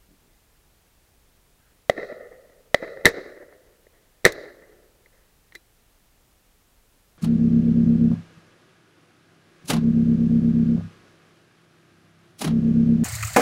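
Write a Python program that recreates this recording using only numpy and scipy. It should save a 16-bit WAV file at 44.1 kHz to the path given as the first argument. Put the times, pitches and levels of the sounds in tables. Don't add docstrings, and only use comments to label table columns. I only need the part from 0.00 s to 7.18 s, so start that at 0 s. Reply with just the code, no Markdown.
import sys
import numpy as np
from scipy import signal
from scipy.fft import rfft, irfft
from scipy.io import wavfile
from scipy.ndimage import uniform_filter1d

SR = 44100
rng = np.random.default_rng(int(sys.argv[2]) if len(sys.argv) > 2 else 0)


def store_pcm(level_fs):
    pcm = np.round(np.clip(level_fs, -1, 1) * 32767).astype(np.int16)
    wavfile.write(sys.argv[1], SR, np.atleast_2d(pcm).T)


N = 316544


def own_gun(blast_ms=0.058, front_hz=5000, jolt_db=7, jolt_ms=0.57, lock_db=-9, lock_t60=0.062, lock_hz=4500,
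            gas_db=-18, gas_s=.005, gas_hz=11000, push_db=0, push_hz=178, push_t60=.055,
            bounce_db=15.5, bounce_ms=0.19, grass_hz=3200, spread_db=-12, spread_t60=0.011, clatter_db=0,
            far_ms=.18, twig_db=-43, woods_delay=0.078, woods_t60=1.15, reflectors_db=-4):
    # start_s (muzzle blast), blast_db, echo_db
    shots = [(3.0550, 29, 4), (4.2514, 26, 1.5)]
    # delay_s, size_db (before path loss), depth_t60_s, blast_length_ms
    reflectors = [(.128, 4.5, 0.051, 0.67), (.205, 1.5, 0.032, 0.75), (.371, -1, .04, 0.69),
                  (.471, -3.5, 0.034, 0.32), (.813, 3.5, 0.019, 0.37), (.876, 6, .9, .25)]
    # frequency_hz, level_db
    clatter_colour = [(25, 3.5), (70, -10.5), (200, -4), (360, 5.5), (650, -2.5), (1200, 2.5), (1900, -2.5),
                      (2700, 0), (4000, -6.5), (8000, -4.5), (11500, -3), (15000, -7.5)]
    # frequency_hz, t60_s
    clatter_t60s = [(30, 0.24), (150, 0.065), (500, 0.15), (2000, 0.11), (6000, 0.13), (12000, 0.056)]
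    lock_s = .0056
    ground_s = .01

    out = np.zeros(N)
    t = np.arange(SR // 4) / SR
    push = np.sin(2 * np.pi * push_hz * t) * decay(t, push_t60)
    for s, db, echo_db in shots:
        add(out, s - lock_s, amp(jolt_db) * dulled(blast(jolt_ms), lock_hz))
        add(out, s - lock_s, amp(lock_db) * dulled(burst(lock_t60), lock_hz))

        add(out, s, amp(db) * dulled(blast(blast_ms), front_hz))
        add(out, s, amp(db + gas_db) * dulled(jet(gas_s), gas_hz))
        add(out, s, amp(push_db) * push)

        bounce = amp(spread_db) * smeared(burst(spread_t60), bounce_ms)
        add(bounce, 0, blast(bounce_ms))
        add(out, s + ground_s, amp(bounce_db) * dulled(bounce, grass_hz))
        clatter = dying(rng.standard_normal(SR // 2), clatter_colour, clatter_t60s)
        add(out, s + ground_s, amp(clatter_db) * clatter)

        add(out, s, amp(echo_db) * woods(blast(far_ms), woods_delay, woods_t60))
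        add(out, s, amp(twig_db) * twigs())
        add(out, s, amp(echo_db + reflectors_db) * single_echoes(reflectors))
    return out


def neighbour_gun(blast_db=15.0, bounce_lag_ms=1.55, bounce_db=3.5, near_db=-27, near_t60=0.19,
                  gas_db=-12, gas_s=0.0046, front_hz=7000, far_ms=.26, far_bounce=.85,
                  twig_db=-56, woods_delay=.07, woods_t60=1.3):
    # start_s, blast_length_ms, echo_db
    shots = [(1.8967, 0.4, 9.5), (2.7446, .18, 7.5)]
    # delay_s, size_db (before path loss), depth_t60_s, blast_length_ms
    reflectors = [(.0815, 7.5, 0.077, 0.45), (.101, -5.5, .05, 0.11), (.134, -1, .02, 0.31),
                  (.228, 1.5, .035, 0.51), (.43, -1, .035, .45), (.601, -5.5, 0.035, 0.28)]
    # frequency_hz, level_db
    sideways = [(150, 1.5), (400, -4.5), (750, 6.5), (1100, 3.5), (1800, -3), (2500, 0.5), (3200, 6),
                (4300, -5.5), (9000, 0), (15000, -7.5)]

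    direct, echo = np.zeros((2, N))
    lag = bounce_lag_ms / 1000
    for s, ms, echo_db in shots:
        front = dulled(blast(ms), front_hz)
        add(direct, s, amp(blast_db) * front)
        add(direct, s + lag, amp(blast_db + bounce_db) * front)
        add(direct, s + lag, amp(gas_db) * jet(gas_s))
        add(echo, s, amp(near_db) * smeared(burst(near_t60), ms))

        report = blast(far_ms)
        add(report, lag, far_bounce * blast(far_ms))
        report = report / (1 + far_bounce)
        add(echo, s, amp(echo_db) * woods(report, woods_delay, woods_t60))
        add(echo, s, amp(echo_db + twig_db) * twigs())
        add(echo, s, single_echoes(reflectors))
    return coloured(direct, sideways) + echo


def blast(ms, size=1024):
    u = np.arange(size) * 1000 / SR / ms
    return np.diff(u * np.exp(-u), prepend=0) * SR / 4000


def jet(length_s, low_hz=160, size=2048):
    u = np.arange(size) / SR / length_s
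    roar = shaped(rng.standard_normal(size), lambda hz: hz / np.hypot(hz, low_hz))
    return roar * np.exp(-u ** 4)


def woods(report, delay, t60, early_db=-17, rise_s=0.018):
    # frequency_hz, level_db
    tree_colour = [(60, 1), (200, -1), (340, 5), (600, -2), (1000, -10.5), (1300, 1), (1900, -6.5),
                   (3000, -6.5), (4000, -3.5), (6000, -2), (9000, -9), (15000, -18)]
    # frequency_hz, t60_factor
    air_loss = [(100, 0.72), (500, 1.183), (2000, 0.87), (4000, 0.44), (9000, 0.37)]
    t = np.arange(2 * SR) / SR
    lumps = unit(uniform_filter1d(rng.standard_normal(len(t)), size=600))
    clumps = amp(2.3 * np.clip(lumps, -2.5, 1.5))
    trunks = amp(2.5 * np.minimum(rng.exponential(1, len(t)), 6))
    reach = amp(early_db) + (1 + np.tanh((t - delay) / rise_s)) / 2
    taps = rng.choice([-1, 1], len(t)) * trunks * clumps * reach
    taps /= np.linalg.norm(taps * decay(t, t60))
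    return signal.fftconvolve(dying(taps, tree_colour, air_loss, t60), report)


def twigs(peak_s=0.13, spread=0.45, centre_hz=4500, octaves=0.5):
    t = np.arange(1, SR + 1) / SR
    swell = np.exp(-(np.log(t / peak_s) / spread) ** 2 / 2)
    return band_noise(SR, centre_hz, octaves) * swell


def single_echoes(reflectors, smear_db=-18, low_hz=150, high_hz=2400, path_loss_db_per_s=34.5):
    out = np.zeros(2 * SR)
    for delay, size_db, depth_t60, ms in reflectors:
        face = amp(smear_db) * burst(depth_t60)
        face[0] += 1
        db = size_db - path_loss_db_per_s * delay
        add(out, delay, amp(db) * np.convolve(face / np.linalg.norm(face), blast(ms)))
    return shaped(out, lambda hz: hz / np.hypot(hz, low_hz) / (1 + (hz / high_hz) ** 4))


def action():
    # start_s, level_db, t60_s, centre_hz, width_octaves, ring_db
    clicks = [(3.0895, -10.5, 0.0056, 11970, 0.42, -53.5), (4.322, -16.5, 0.033, 6530, 1.3, -60),
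              (5.0598, -41.5, .012, 1900, .4, -67.5), (5.5227, -34.5, 0.017, 1900, 0.68, -60),
              (5.548, -42, 0.03, 1690, .8, -67), (5.5515, -23.5, 0.04, 3600, 1.7, -47),
              (5.556, -31, 0.0097, 2800, .9, -40)]
    # frequency_hz, level_db (before ring_db), t60_s
    steel = [(338, -2, 0.11), (2000, 0.5, 0.027), (2400, 2, .07), (3970, -3, 0.077), (8773, -5, 0.018),
             (11300, -8, .06)]
    out = np.zeros(N)
    t = np.arange(SR // 4) / SR
    ring = sum(amp(db) * decay(t, t60) * np.sin(2 * np.pi * hz * t) for hz, db, t60 in steel)
    for s, db, t60, centre_hz, octaves, ring_db in clicks:
        snap = band_noise(len(t), centre_hz, octaves) * decay(t, t60)
        add(out, s, amp(db) * snap + amp(ring_db) * ring)
    return out


def rustle(flutter_db=4):
    # centre_s, level_db, length_s, centre_hz, width_octaves
    rustles = [(0.111, -58, 0.08, 198, 0.64), (0.258, -66.5, 0.18, 230, 0.78), (1.666, -75, .14, 1540, .25)]
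    out = np.zeros(N)
    t = np.arange(N) / SR
    folds = np.clip(unit(uniform_filter1d(rng.standard_normal(N), size=1800)), -2, 2)
    for s, db, length, centre_hz, octaves in rustles:
        swell = np.exp(-(2 * (t - s) / length) ** 2)
        out += amp(db + flutter_db * folds) * band_noise(N, centre_hz, octaves) * swell
    return out


def background(hiss_db=-60.5):
    # frequency_hz, relative_level_db
    hiss = [(12, -27), (20, 2), (38, -1.5), (85, -8.5), (181, -14), (345, -17.5), (386, -17), (419, -17),
            (1020, -22.5), (1390, -23), (2800, -25.5), (5320, -28), (13400, -28.5), (15800, -30)]
    noise = shaped(rng.standard_normal(N), lambda hz: amp(read(hiss, hz)))
    return amp(hiss_db) * unit(noise)


def amp(db):
    return 10 ** (np.asarray(db) / 20)


def unit(x):
    return x / np.sqrt(np.mean(x ** 2) + 1e-20)


def decay(t, t60):
    return np.exp(-np.log(1000) * t / t60)


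def read(points, hz):
    f, value = np.transpose(points)
    return np.interp(np.log(hz + 1), np.log(f + 1), value)


def add(mix, s, sound):
    part = mix[max(round(s * SR), 0):][:len(sound)]
    part += sound[:len(part)]


def shaped(x, gain):
    return irfft(rfft(x) * gain(np.fft.rfftfreq(len(x), 1 / SR)), len(x))


def dulled(x, hz):
    return signal.sosfilt(signal.butter(2, min(hz, .45 * SR), fs=SR, output="sos"), x)


def dying(x, colour, t60s, stretch=1):
    hz, t, z = signal.stft(x, SR, nperseg=256)
    db = read(colour, hz)[:, None] - 60 * t / (stretch * read(t60s, hz)[:, None])
    return signal.istft(z * amp(db), SR, nperseg=256)[1][:len(x)]


def burst(t60, size=16384):
    return rng.standard_normal(size) * decay(np.arange(size) / SR, t60)


def smeared(scatter, ms):
    return np.convolve(scatter, blast(ms)) / np.linalg.norm(blast(ms))


def band_noise(size, centre_hz, octaves):
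    def bell(hz):
        return np.exp(-(np.log2((hz + 1) / centre_hz) / octaves) ** 2 / 2)
    return unit(shaped(rng.standard_normal(size), bell))


def coloured(x, response, size=4096):
    log_gain = np.log(amp(read(response, abs(np.fft.fftfreq(size, 1 / SR)))))
    ringing = np.fft.ifft(np.exp(np.conj(signal.hilbert(log_gain)))).real[:size // 2]
    return signal.oaconvolve(x, ringing)[:len(x)]


def scene():
    # frequency_hz, level_db
    case = [(40, -14.5), (220, -10.5), (400, -0.5), (580, -1), (750, -11.5), (980, -17), (1550, -12.5),
            (1790, 0.5), (2020, 1.5), (2350, -13), (2950, -22), (3500, -16), (3930, -6.5), (4500, -14),
            (5200, -17.5), (10000, -22)]
    air = neighbour_gun() + own_gun() + action()
    return (coloured(air, case) + background() + rustle())[None]


def record(dry, overload=.71, edge_hz=15900):
    flattened = dry / (1 + (dry / overload) ** 8) ** (1 / 8)
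    band_limit = signal.firwin(255, edge_hz, window=("kaiser", 9), fs=SR)
    return signal.oaconvolve(flattened, band_limit[None], "same")


dry = scene()
out = record(dry)
store_pcm(out)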